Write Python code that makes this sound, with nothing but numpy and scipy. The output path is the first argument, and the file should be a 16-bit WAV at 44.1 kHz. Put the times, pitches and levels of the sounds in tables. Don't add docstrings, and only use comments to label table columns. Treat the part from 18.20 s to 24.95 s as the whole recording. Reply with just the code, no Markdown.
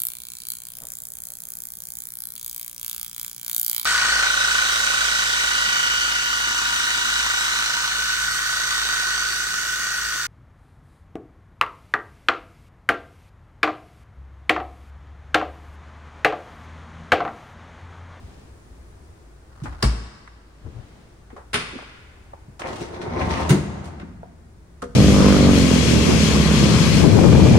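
import sys
import numpy as np
from scipy import signal
from scipy.fft import rfft, irfft, next_fast_len
from scipy.io import wavfile
from scipy.ndimage import map_coordinates

SR = 44100
rng = np.random.default_rng(int(sys.argv[2]) if len(sys.argv) > 2 else 0)


def wav_record(signal):
    frames = np.transpose(np.atleast_2d(signal))
    bounded = np.clip(frames, -1, 1)
    quanta = np.round(bounded * 32767).astype(np.int16)
    wavfile.write(sys.argv[1], SR, quanta)


N = 297675

# start_s, level_db, rise_s, t60_s, tilt_db_per_octave
STOP_CONTACTS = [(5.2914, -18, 0.0027, 0.11, 1), (5.302, -18.5, 0.0022, 0.075, 0.13),
                 (5.315, -18.5, 0.0025, 0.32, -1.1)]
# pitch_hz, level_db_per_hz
RUNNER_COLOUR = [(160, -29), (280, 2), (355, -0.5), (534, -1.5), (850, -3.5), (1400, -11), (1860, -16),
                 (2020, -32), (3000, -31), (3900, -59), (6600, -120)]
# pitch_hz, level_db_per_hz
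CHATTER_COLOUR = [(1120, -5.5), (2000, -9), (3110, -11), (8260, -19.5), (10100, -20), (11900, -29),
                  (15000, -21)]
# pitch_hz, level_db_per_hz
CLICK_COLOUR = [(400, -16), (2500, 2.5), (9500, -2.5), (15000, -9)]
# pitch_hz, likeness (1 = the same, 0 = unrelated)
LIKENESS = [(60, 0.95), (130, 0.92), (290, 0.75), (640, 0.19), (1400, 0.11), (2400, -0.18), (4500, 0.044),
            (9000, -0.003), (12000, -0.34)]

PEEL_S = 4.388
STOP_S = STOP_CONTACTS[0][0]


def amp(db):
    return 10 ** (np.asarray(db) / 20)


def unit(x):
    return x / np.sqrt(np.mean(x ** 2) + 1e-20)


def burst(x):
    return unit(x) * np.sqrt(SR / 100 / x.shape[-1])


def along(points, hz):
    point_hz, values = np.transpose(points)
    return np.interp(np.log(hz + 1), np.log(point_hz + 1), values)


def curves(rows):
    s, *columns = np.transpose(rows)
    return [np.interp(np.arange(N) / SR, s, column) for column in columns]


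def wobble(rate):
    points = rng.standard_normal(int(N * rate / SR) + 4)
    return map_coordinates(points, [np.arange(N) * rate / SR])


def fade(t, t60):
    return np.exp(-np.log(1000) * t / t60)


def envelope(s, rise, hold, t60):
    t = np.arange(N) / SR - s
    return np.clip(t / rise, 0, 1) * fade(np.maximum(t - hold, 0), t60)


def swells(rows):
    t = np.arange(N) / SR
    return sum(amp(db) * np.exp(-((t - s) / length) ** 2 / 2) for s, length, db in rows)


def add(out, s, x):
    part = out[:, round(s * SR):][:, :x.shape[-1]]
    part += x[..., :part.shape[-1]]


def filtered(x, response):
    n = x.shape[-1]
    m = next_fast_len(n + SR // 4)
    return irfft(rfft(x, m) * response(np.fft.rfftfreq(m, 1 / SR)), m)[..., :n]


def causal(x, colour_db):
    n = x.shape[-1]
    cepstrum = irfft(np.log(amp(colour_db(np.fft.rfftfreq(n, 1 / SR)))), n)
    cepstrum[1:n // 2] *= 2
    cepstrum[n // 2 + 1:] = 0
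    return irfft(rfft(x) * np.exp(rfft(cepstrum)), n)


def resonances(modes, f):
    total = 0
    for k, (centre, width, db) in enumerate(modes):
        damping = 1j * f * width
        total = total + (-1) ** k * amp(db) * damping / (centre * centre - f * f + damping)
    return total


def stereo_angle(hz):
    return np.arccos(np.clip(along(LIKENESS, hz), -1, 1)) / 2


def spread(pair):
    mid, side = filtered(pair, lambda hz: np.array([np.cos(stereo_angle(hz)), np.sin(stereo_angle(hz))]))
    return np.array([mid + side, mid - side])


def shaped(pair, spectrum):
    return unit(spread(filtered(pair, lambda hz: amp(along(spectrum, hz)))))


def contact(colour_db, rise, t60, size=16384):
    t = np.arange(size) / SR
    crack = rng.standard_normal((2, size)) * (1 - np.exp(-t / rise)) * fade(t, t60)
    return burst(spread(causal(crack, colour_db)))


def hollow(pitch_hz, octaves, rise, t60):
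    def hump_db(hz):
        distance = np.log2((hz + 1) / pitch_hz) / octaves
        return -24 * np.log10(1 + distance ** 4 / 2)
    return contact(hump_db, rise, t60)


def ring(modes, rise=0.0052):
    t = np.arange(SR // 2) / SR
    out = np.zeros((2, len(t)))
    for hz, db, t60 in modes:
        skew = stereo_angle(hz) * rng.choice([-1, 1]) * np.array([[1], [-1]])
        out += amp(db) * fade(t, t60) * np.sin(2 * np.pi * (hz * t + rng.random()) + skew)
    return burst(out * (1 - np.exp(-t / rise)))


def thump(s, modes, rise):
    out, t = np.zeros((2, N)), np.arange(SR) / SR
    for hz, db, t60, lag in modes:
        swing = np.sin(2 * np.pi * hz * t) * fade(t, t60) * (1 - np.exp(-t / rise))
        add(out, s + lag, amp(db) * swing)
    return out


def impact(contacts, colour, wet_db, ripple_db):
    out = np.zeros((2, N))
    modes_hz = np.geomspace(400, 16000, num=170)
    ripple = ripple_db * np.clip(rng.standard_normal(len(modes_hz)), -2, 2)
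    for s, db, rise, t60, tilt_db in contacts:
        def colour_db(hz):
            tilt = tilt_db * np.log2(np.maximum(hz, 200) / 1000)
            return along(colour, hz) + np.interp(hz, modes_hz, ripple, left=0) + tilt
        add(out, s, amp(db) * contact(colour_db, rise, t60))
        add(out, s + rise, amp(db + wet_db) * burst(causal(room_tail(), colour_db)))
    return out


def ticks(rate, scatter_db, t60):
    blows = (rng.random(N) < rate / SR) * amp(scatter_db * np.clip(rng.standard_normal(N), -2, 2))
    energy = signal.fftconvolve(blows ** 2, fade(np.arange(SR // 4) / SR, t60) ** 2)[:N]
    return unit(np.sqrt(np.abs(energy)) * rng.standard_normal((2, N)))


def fuzzy_tone(hz, width_hz):
    phase = 2 * np.pi * np.cumsum(hz) / SR
    return unit(wobble(width_hz) * np.cos(phase) + wobble(width_hz) * np.sin(phase))


def right_door():
    # start_s, level_db, rise_s, t60_s, tilt_db_per_octave
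    door_contacts = [(1.6239, -33, 0.0009, 0.01, -1.5), (1.6263, -20.5, .001, 0.026, 1),
                     (1.6312, -19, 0.00137, 0.063, -5), (1.637, -24.5, 0.0019, 0.13, 0.5)]
    # pitch_hz, level_db_per_hz
    gasket_colour = [(60, -12.5), (200, 1.5), (340, -1), (500, -2), (900, -1.5), (1400, -0.5), (2400, -7),
                     (3500, -8), (4300, -5.5), (5000, -5), (5800, -9.5), (7500, -14.5), (9500, -10.5),
                     (15000, -17)]
    # pitch_hz, level_db, t60_s, lag_s
    cabinet_modes = [(56, -11, 0.51, 0.023), (62.1, -27.5, 0.55, 0.027), (130.4, -11.5, 0.17, 0.01),
                     (111.3, -27, 0.55, 0.0211), (226, -31.5, 0.31, 0.0046), (332, -38.5, 0.1, 0.0053)]
    # pitch_hz, level_db (among the modes), t60_s
    catch_modes = [(3660, -15, 0.026), (4485, -7.5, 0.053), (4790, -2.5, 0.04), (5020, -4, .04),
                   (5400, -15, .04)]
    out = impact(door_contacts, gasket_colour, wet_db=-4.0, ripple_db=3.0)
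    out += thump(door_contacts[0][0], cabinet_modes, rise=0.0063)
    add(out, door_contacts[1][0], amp(-24) * ring(catch_modes, rise=0.00066))
    return out


def left_door():
    # start_s, level_db, rise_s, t60_s, tilt_db_per_octave
    door_contacts = [(3.331, -26, 0.0082, 0.037, 0.73), (3.340, -19, 0.0035, 0.042, -0.11),
                     (3.351, -22.5, .003, 0.056, -0.36), (3.373, -36, 0.0018, 0.059, -0.92)]
    # pitch_hz, level_db_per_hz
    flap_colour = [(40, -14.5), (80, 0.5), (250, -2.5), (330, -9), (420, 0.5), (600, -8), (1350, -1),
                   (1900, -0.5), (2300, 2), (3500, -5), (5000, -11), (7500, -16), (9600, -10), (15000, -26)]
    # pitch_hz, level_db (among the modes), t60_s
    door_bin_modes = [(237, 0, 0.29), (409.5, 7.5, 0.19), (1120, 3, 0.35), (1295, 9.5, 0.28),
                      (1420, -7, 0.23), (1510, 14, 0.13), (1670, -1, 0.21), (2120, -24, 0.16),
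                      (2370, -5, 0.22), (2740, 5, 0.2), (3200, -3, 0.2)]
    out = impact(door_contacts, flap_colour, wet_db=-1.0, ripple_db=2.5)
    add(out, door_contacts[1][0], amp(-22.5) * ring(door_bin_modes))
    return out


def seal():
    body = amp(-47) * shaped(ticks(210, 2.9, 0.0099), RUNNER_COLOUR)
    crackle = amp(-44) * shaped(ticks(200, 3.9, 0.075), CHATTER_COLOUR)
    return envelope(PEEL_S, rise=0.019, hold=0.22, t60=0.64) * (body + crackle)


def drawer_speed():
    # time_s, share_of_full_speed
    speed_points = [(4.4, 0), (4.49, 0.42), (4.57, .13), (4.7, .14), (4.8, .25), (4.89, 0.52), (5.02, 1),
                    (5.24, 0.93), (5.28, 0.6), (5.32, 0.54)]
    gate = envelope(PEEL_S, rise=0.019, hold=STOP_S - PEEL_S, t60=0.11)
    return np.maximum(curves(speed_points)[0], 0) * gate


def shudder(db, t60):
    return amp(db) * envelope(STOP_S, rise=0.024, hold=0, t60=t60)


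def drawer():
    # pitch_hz, width_hz, level_db
    tub_modes = [(70, 23, 4.5), (132, 34, -3.5), (175, 34, 0), (269, 16, -13.5)]
    # pitch_hz, width_hz, level_db
    bin_modes = [(356, 29, 0.5), (436, 27, -4.5), (577, 71, -7), (713, 22, -3), (780, 38, -9),
                 (918, 12, -6.5), (1066, 29, -13), (1320, 120, -16)]
    speed, t = drawer_speed(), np.arange(N) / SR
    extended = np.clip((t - 4.995) / .01, 0, 1)
    loose = np.clip(1 - (t - 5.83) / 0.076, 0, 1)

    def tub_response(hz):
        bass_cut = hz ** 4 / (hz ** 4 + 52 ** 4)
        return resonances(tub_modes, hz) * bass_cut / (1 + (hz / 400) ** 4)

    def bin_response(hz):
        return resonances(bin_modes, hz) / (1 + (hz / 2500) ** 4)

    tub = unit(spread(filtered(ticks(420, 2.8, 0.026), tub_response)))
    bins = unit(spread(filtered(ticks(340, 3.2, .02), bin_response)))
    runner = unit(shaped(ticks(520, 2.5, 0.018), RUNNER_COLOUR) + amp(-0.5) * bins)
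    chatter = shaped(ticks(300, 3.5, 0.12), CHATTER_COLOUR)
    jolts = unit(amp(2.4 * wobble(28)))
    boom = tub * (amp(-28.5) * speed ** 0.98 + shudder(db=-33, t60=2.87))
    rattle = runner * (amp(-29.5) * speed ** 0.83 + loose * shudder(db=-34.5, t60=2.18))
    rim_level = amp(-47.5 + 8 * extended) * speed ** 0.72
    rims = chatter * (rim_level + loose * shudder(db=-52, t60=2.0))
    return boom + jolts * (rattle + rims)


def grinding(size=11025):
    # start_s, length_s, level_db, slips_per_s, pitch_ratio
    surges = [(4.429, 0.03, -32, 240, 1.01), (4.48, 0.055, -51, 190, 0.77), (4.613, 0.03, -51, 200, .96),
              (4.73, .025, -44, 200, 1.06), (4.835, 0.057, -43.5, 150, 0.98),
              (4.892, 0.063, -40.5, 240, 1.03), (4.955, 0.023, -33, 190, 1.01),
              (4.994, 0.028, -26.5, 230, 1.08), (5.092, 0.11, -33.5, 210, 1.3),
              (5.191, 0.064, -35.5, 180, 1.3)]
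    # pitch_hz, width_hz, level_db
    grind_modes = [(518, 66, -1.5), (704, 68, -1.5), (925, 65, 0), (1370, 200, -10), (2100, 440, -10)]
    out, t = np.zeros((2, N)), np.arange(size) / SR
    for s, length, db, rate, ratio in surges:
        gaps, sizes = rng.standard_normal(size=(2, 60))
        when = np.cumsum(np.exp(.25 * gaps)) / rate
        places = ((when - when[0]) * SR).astype(int)
        slips = np.bincount(places, amp(1.5 * sizes), minlength=len(t))[:len(t)]
        slips *= np.minimum(t / 0.0098, 1) * fade(np.maximum(t - length, 0), t60=0.11)
        grit = signal.fftconvolve(slips, fade(t, 0.014))[:len(t)] * rng.standard_normal((2, len(t)))
        response = lambda hz: resonances(grind_modes, hz / ratio) / (1 + (hz / 3500) ** 4)
        surge = spread(filtered(grit, response))
        add(out, s, amp(db) * unit(surge) * np.sqrt(length / t[-1]))
    return out


def rails():
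    # pitch_hz, width_hz, level_db
    rail_modes = [(1995, 380, 2), (2430, 300, -2.5), (3370, 450, -7), (4160, 330, -4), (4680, 470, -9.5),
                  (5960, 370, -7.5)]
    # start_s, length_s, level_db
    scrapes = [(4.455, 0.017, -43), (4.612, 0.025, -45), (4.734, 0.022, -50.5), (4.806, 0.026, -51),
               (4.982, 0.02, -44.5), (5.104, 0.038, -36.5), (5.2, 0.041, -54.5)]
    speed = drawer_speed()
    whirr_hz = 1043 * speed ** .13
    whirr = spread(np.array([fuzzy_tone(whirr_hz, width_hz=130) for port in range(2)]))
    steel = unit(spread(filtered(ticks(520, 3.2, 0.0092), lambda hz: resonances(rail_modes, hz))))
    hiss = shaped(ticks(400, 3, 0.011), CLICK_COLOUR)
    drag = sum(amp(db) * envelope(s, 0.0084, length, t60=0.09) for s, length, db in scrapes)
    ringing = steel * (amp(-46) * speed ** 1.23 + drag)
    return amp(-42) * speed * whirr + ringing + amp(-9) * drag * hiss


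def big_bin():
    # start_s, level_db
    bumps = [(4.485, -37), (4.516, -39), (4.594, -36), (4.62, -31.5), (4.73, -37.5), (4.794, -30),
             (4.826, -31.5), (4.868, -33), (4.961, -28), (5.087, -28)]
    # pitch_hz, level_db (among the modes), t60_s
    big_bin_modes = [(355.7, -1.5, 0.21), (431, -5.5, 0.13), (686, -7, 0.084), (922, -11.5, 0.15),
                     (1500, -11, 0.087)]
    out = np.zeros((2, N))
    for s, db in bumps:
        add(out, s, amp(db) * ring(big_bin_modes))
    return out


def end_stop():
    # pitch_hz, level_db_per_hz
    stop_colour = [(100, -32.5), (330, 14.5), (500, -2), (1000, -4.5), (1800, -4.5), (3000, -11),
                   (6500, -15), (9500, -15), (15000, -16.5)]
    # pitch_hz, level_db, t60_s, lag_s
    front_modes = [(73.5, -39, 0.48, 0.018), (128, -17.5, 0.17, 0.0132), (144.6, 0.5, 0.091, 0.0134),
                   (197.6, -13, 0.44, 0.01752), (276.7, -18, 0.31, 0.01342), (350, -19.5, 0.18, 0.01403)]
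    bang = impact(STOP_CONTACTS, stop_colour, wet_db=-5, ripple_db=2.5)
    return bang + kitchen(thump(STOP_S, front_modes, rise=0.0044), wet_db=-12.0)


def tray():
    # pitch_hz, level_db (among the modes), t60_s
    latch_modes = [(460, -4, 0.065), (677, 9.5, 0.023), (746, -12, 0.25), (820, -4, 0.042),
                   (976, -13, 0.11), (1430, -11, 0.033)]
    # pitch_hz, level_db (among the modes), t60_s
    tray_modes = [(195, -7, 0.18), (261, -1, 0.1), (404, -7, 0.17), (484, -2, 0.2), (550, -9, 0.15),
                  (697, -1, 0.054), (1080, -5, 0.081), (1230, -6, 0.092), (1390, -15, 0.15)]
    out = np.zeros((2, N))
    add(out, 6.032, amp(-37) * ring(latch_modes, rise=0.00044))
    add(out, 6.624, amp(-26) * ring(tray_modes))
    return kitchen(out, wet_db=-11.5)


def knocks():
    # start_s, level_db, pitch_hz, t60_s
    thuds = [(0.018, -33.5, 74, 0.15), (1.419, -25, 94.8, 0.1), (1.474, -25.5, 60.4, 0.31),
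             (3.126, -39.5, 284, 0.11), (3.527, -36, 278, 0.078), (3.552, -31.5, 285, 0.089),
             (4.133, -36.5, 690, 0.031), (4.279, -38, 136, 0.055), (4.465, -38, 170, 0.22),
             (4.599, -30.5, 143, 0.15), (4.872, -28.5, 126, 0.12), (5.019, -25.5, 190, 0.11),
             (5.342, -25.5, 248, 0.067), (5.364, -25.5, 268, 0.054), (5.825, -31, 182, 0.076),
             (5.9, -37.5, 170, 0.19), (6.61, -36, 59.1, 0.55), (6.684, -38.5, 177, 0.12)]
    # start_s, level_db, pitch_hz, width_octaves, t60_s, click_db (relative to level_db)
    hard_knocks = [(0.194, -64.5, 7550, 0.27, 0.018, -16), (1.435, -32.5, 240, 0.41, 0.19, -11),
                   (1.455, -31.5, 935, 0.87, 0.16, -24.5), (1.523, -42.5, 700, 1.33, 0.15, -19),
                   (2.075, -44, 1360, 0.61, 0.039, -17), (2.46, -39, 228, 0.97, 0.24, -41),
                   (3.101, -46.5, 900, 1.13, 0.21, -25), (3.163, -36, 680, 1.01, 0.23, -21.5),
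                   (3.508, -43, 950, 0.61, .04, -22), (3.586, -37.5, 790, 0.75, 0.055, -25),
                   (3.621, -43, 596, 0.8, .06, -18), (4.287, -52, 330, 0.77, 0.043, -23),
                   (4.394, -35, 880, 0.73, 0.11, -5.5), (4.417, -31, 1050, 1.1, 0.038, -23),
                   (4.612, -30.5, 326, 0.7, 0.16, -14), (4.815, -35, 700, 1.86, 0.1, -25),
                   (5.642, -46, 689, 1.1, 0.095, -2), (5.655, -43.5, 686, 1.25, 0.1, -4.5),
                   (5.672, -41, 688, 0.95, 0.14, -10), (5.797, -42.5, 997, 1.33, .07, -21),
                   (5.814, -42, 720, 1.25, 0.083, -29), (6.619, -34.5, 1200, 0.5, 0.068, -8.5),
                   (6.624, -36, 1050, 0.4, 0.035, -7.5), (6.638, -44.5, 1310, 0.62, 0.076, -3.5)]
    out = np.zeros((2, N))
    for s, db, pitch_hz, t60 in thuds:
        add(out, s, amp(db) * hollow(pitch_hz, octaves=0.58, rise=0.0015, t60=t60))
    for s, db, pitch_hz, octaves, t60, click_db in hard_knocks:
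        click = contact(lambda hz: along(CLICK_COLOUR, hz), rise=0.00095, t60=t60)
        body = hollow(pitch_hz, octaves, rise=0.0011, t60=t60)
        add(out, s, amp(db) * (body + amp(click_db) * click))
    return out


def hinge():
    # time_s, pitch_hz, level_db
    squeak = [(.19, 8400, -80), (.26, 9000, -80), (.42, 9200, -76), (.52, 9900, -79), (.59, 11500, -72),
              (.67, 10700, -71), (.76, 8600, -77), (.83, 9800, -77), (.93, 9000, -78)]
    hz, db = curves(squeak)
    t = np.arange(N) / SR
    inside_s = np.minimum(t - squeak[0][0], squeak[-1][0] - t)
    moving = np.clip(inside_s / .02 + 1, 0, 1)
    return amp(db) * moving * spread(np.array([fuzzy_tone(hz, width_hz=260) for port in range(2)]))


def movement():
    # middle_s, half_length_s, level_db
    swings = [(0.1, 0.17, -50.5), (2.66, 0.24, -50.5)]
    # pitch_hz, level_db_per_hz
    draught_colour = [(30, -14), (70, -0.5), (200, -4), (400, -10), (1000, -17), (2000, -21), (4000, -26),
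                      (9000, -35.5)]
    # middle_s, half_length_s, level_db
    rubs = [(1.55, 0.15, -49.5)]
    # pitch_hz, level_db_per_hz
    rub_colour = [(300, -2.5), (1400, 1.5), (2500, -14.5), (4500, -14), (6500, -21.5), (12000, -22.5)]
    # middle_s, half_length_s, level_db (at the left)
    puffs = [(2.47, 0.019, -32.5), (2.59, 0.033, -34.5)]
    # pitch_hz, level_db_per_hz
    buffet_colour = [(30, -6), (70, -1.5), (120, -1.5), (200, -25), (400, -21), (1500, -36), (5000, -75)]
    draught = swells(swings) * shaped(rng.standard_normal((2, N)), draught_colour)
    rub = swells(rubs) * shaped(ticks(330, 3.0, 0.029), rub_colour)
    buffet = swells(puffs) * shaped(rng.standard_normal((2, N)), buffet_colour)
    return draught + rub + buffet * np.array([[1], [.35]])


def background():
    # pitch_hz, level_db_per_hz
    air_colour = [(20, -3), (35, -11), (58, 2.5), (90, -2.5), (200, -15.5), (260, -15.5), (350, -12.5),
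                  (500, -19), (1000, -23.5), (1900, -28), (3000, -36), (8000, -38), (15000, -36.5)]
    t = np.arange(N) / SR
    air = amp(-50 - 1.25 * wobble(1.1)) * shaped(rng.standard_normal((2, N)), air_colour)
    hum = amp(-51.5 + 0.84 * wobble(2.9)) * np.sin(2 * np.pi * 54.0 * t + .5 * wobble(16.0))
    return air + hum


def room_tail():
    # pitch_hz, t60_s
    kitchen_decay = [(60, 0.69), (250, 0.47), (1000, 0.38), (2500, 0.36), (5000, 0.39), (9000, 0.31),
                     (12000, 0.04)]
    # pitch_hz, t60_s
    hall_decay = [(100, 1.4), (500, 1.2), (1500, 1.7), (5000, 1.25), (7000, 1.15), (12000, 0.49)]
    hz, t, z = signal.stft(rng.standard_normal((2, SR)), SR, nperseg=256)
    near = fade(t, along(kitchen_decay, hz)[:, None])
    far = amp(-9.5) * fade(t, along(hall_decay, hz)[:, None])
    decay = np.hypot(near, far) * (1 - np.exp(-t / 0.0063))
    tail = spread(signal.istft(z * decay, SR, nperseg=256)[1])
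    return tail / np.linalg.norm(tail[0])


def kitchen(x, wet_db):
    return x + amp(wet_db) * signal.fftconvolve(x[:1], room_tail(), axes=1)[:, :N]


def scene():
    doors = right_door() + left_door() + hinge()
    rolling = seal() + drawer() + grinding() + rails() + big_bin()
    freezer = kitchen(rolling, wet_db=-6.5) + end_stop() + tray()
    small_knocks = kitchen(knocks(), wet_db=-13)
    return doors + freezer + small_knocks + movement() + background()


def record(dry):
    # pitch_hz, level_db
    microphone_colour = [(22, -2.5), (42, 1), (9900, 1), (10900, -10), (15500, -8)]
    # pitch_hz, left_minus_right_db
    port_tilt = [(60, 1.1), (140, 1.5), (1000, 1.35), (2400, -0.5), (3600, 3), (5000, 5), (7000, 4),
                 (9000, 0.5), (14000, -0.5)]

    def ports(hz):
        tilt = along(port_tilt, hz) * np.array([[.5], [-.5]])
        return amp(along(microphone_colour, hz) + tilt) * (hz < 15850)

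    return filtered(dry, ports)


dry = scene()
out = record(dry)
wav_record(out)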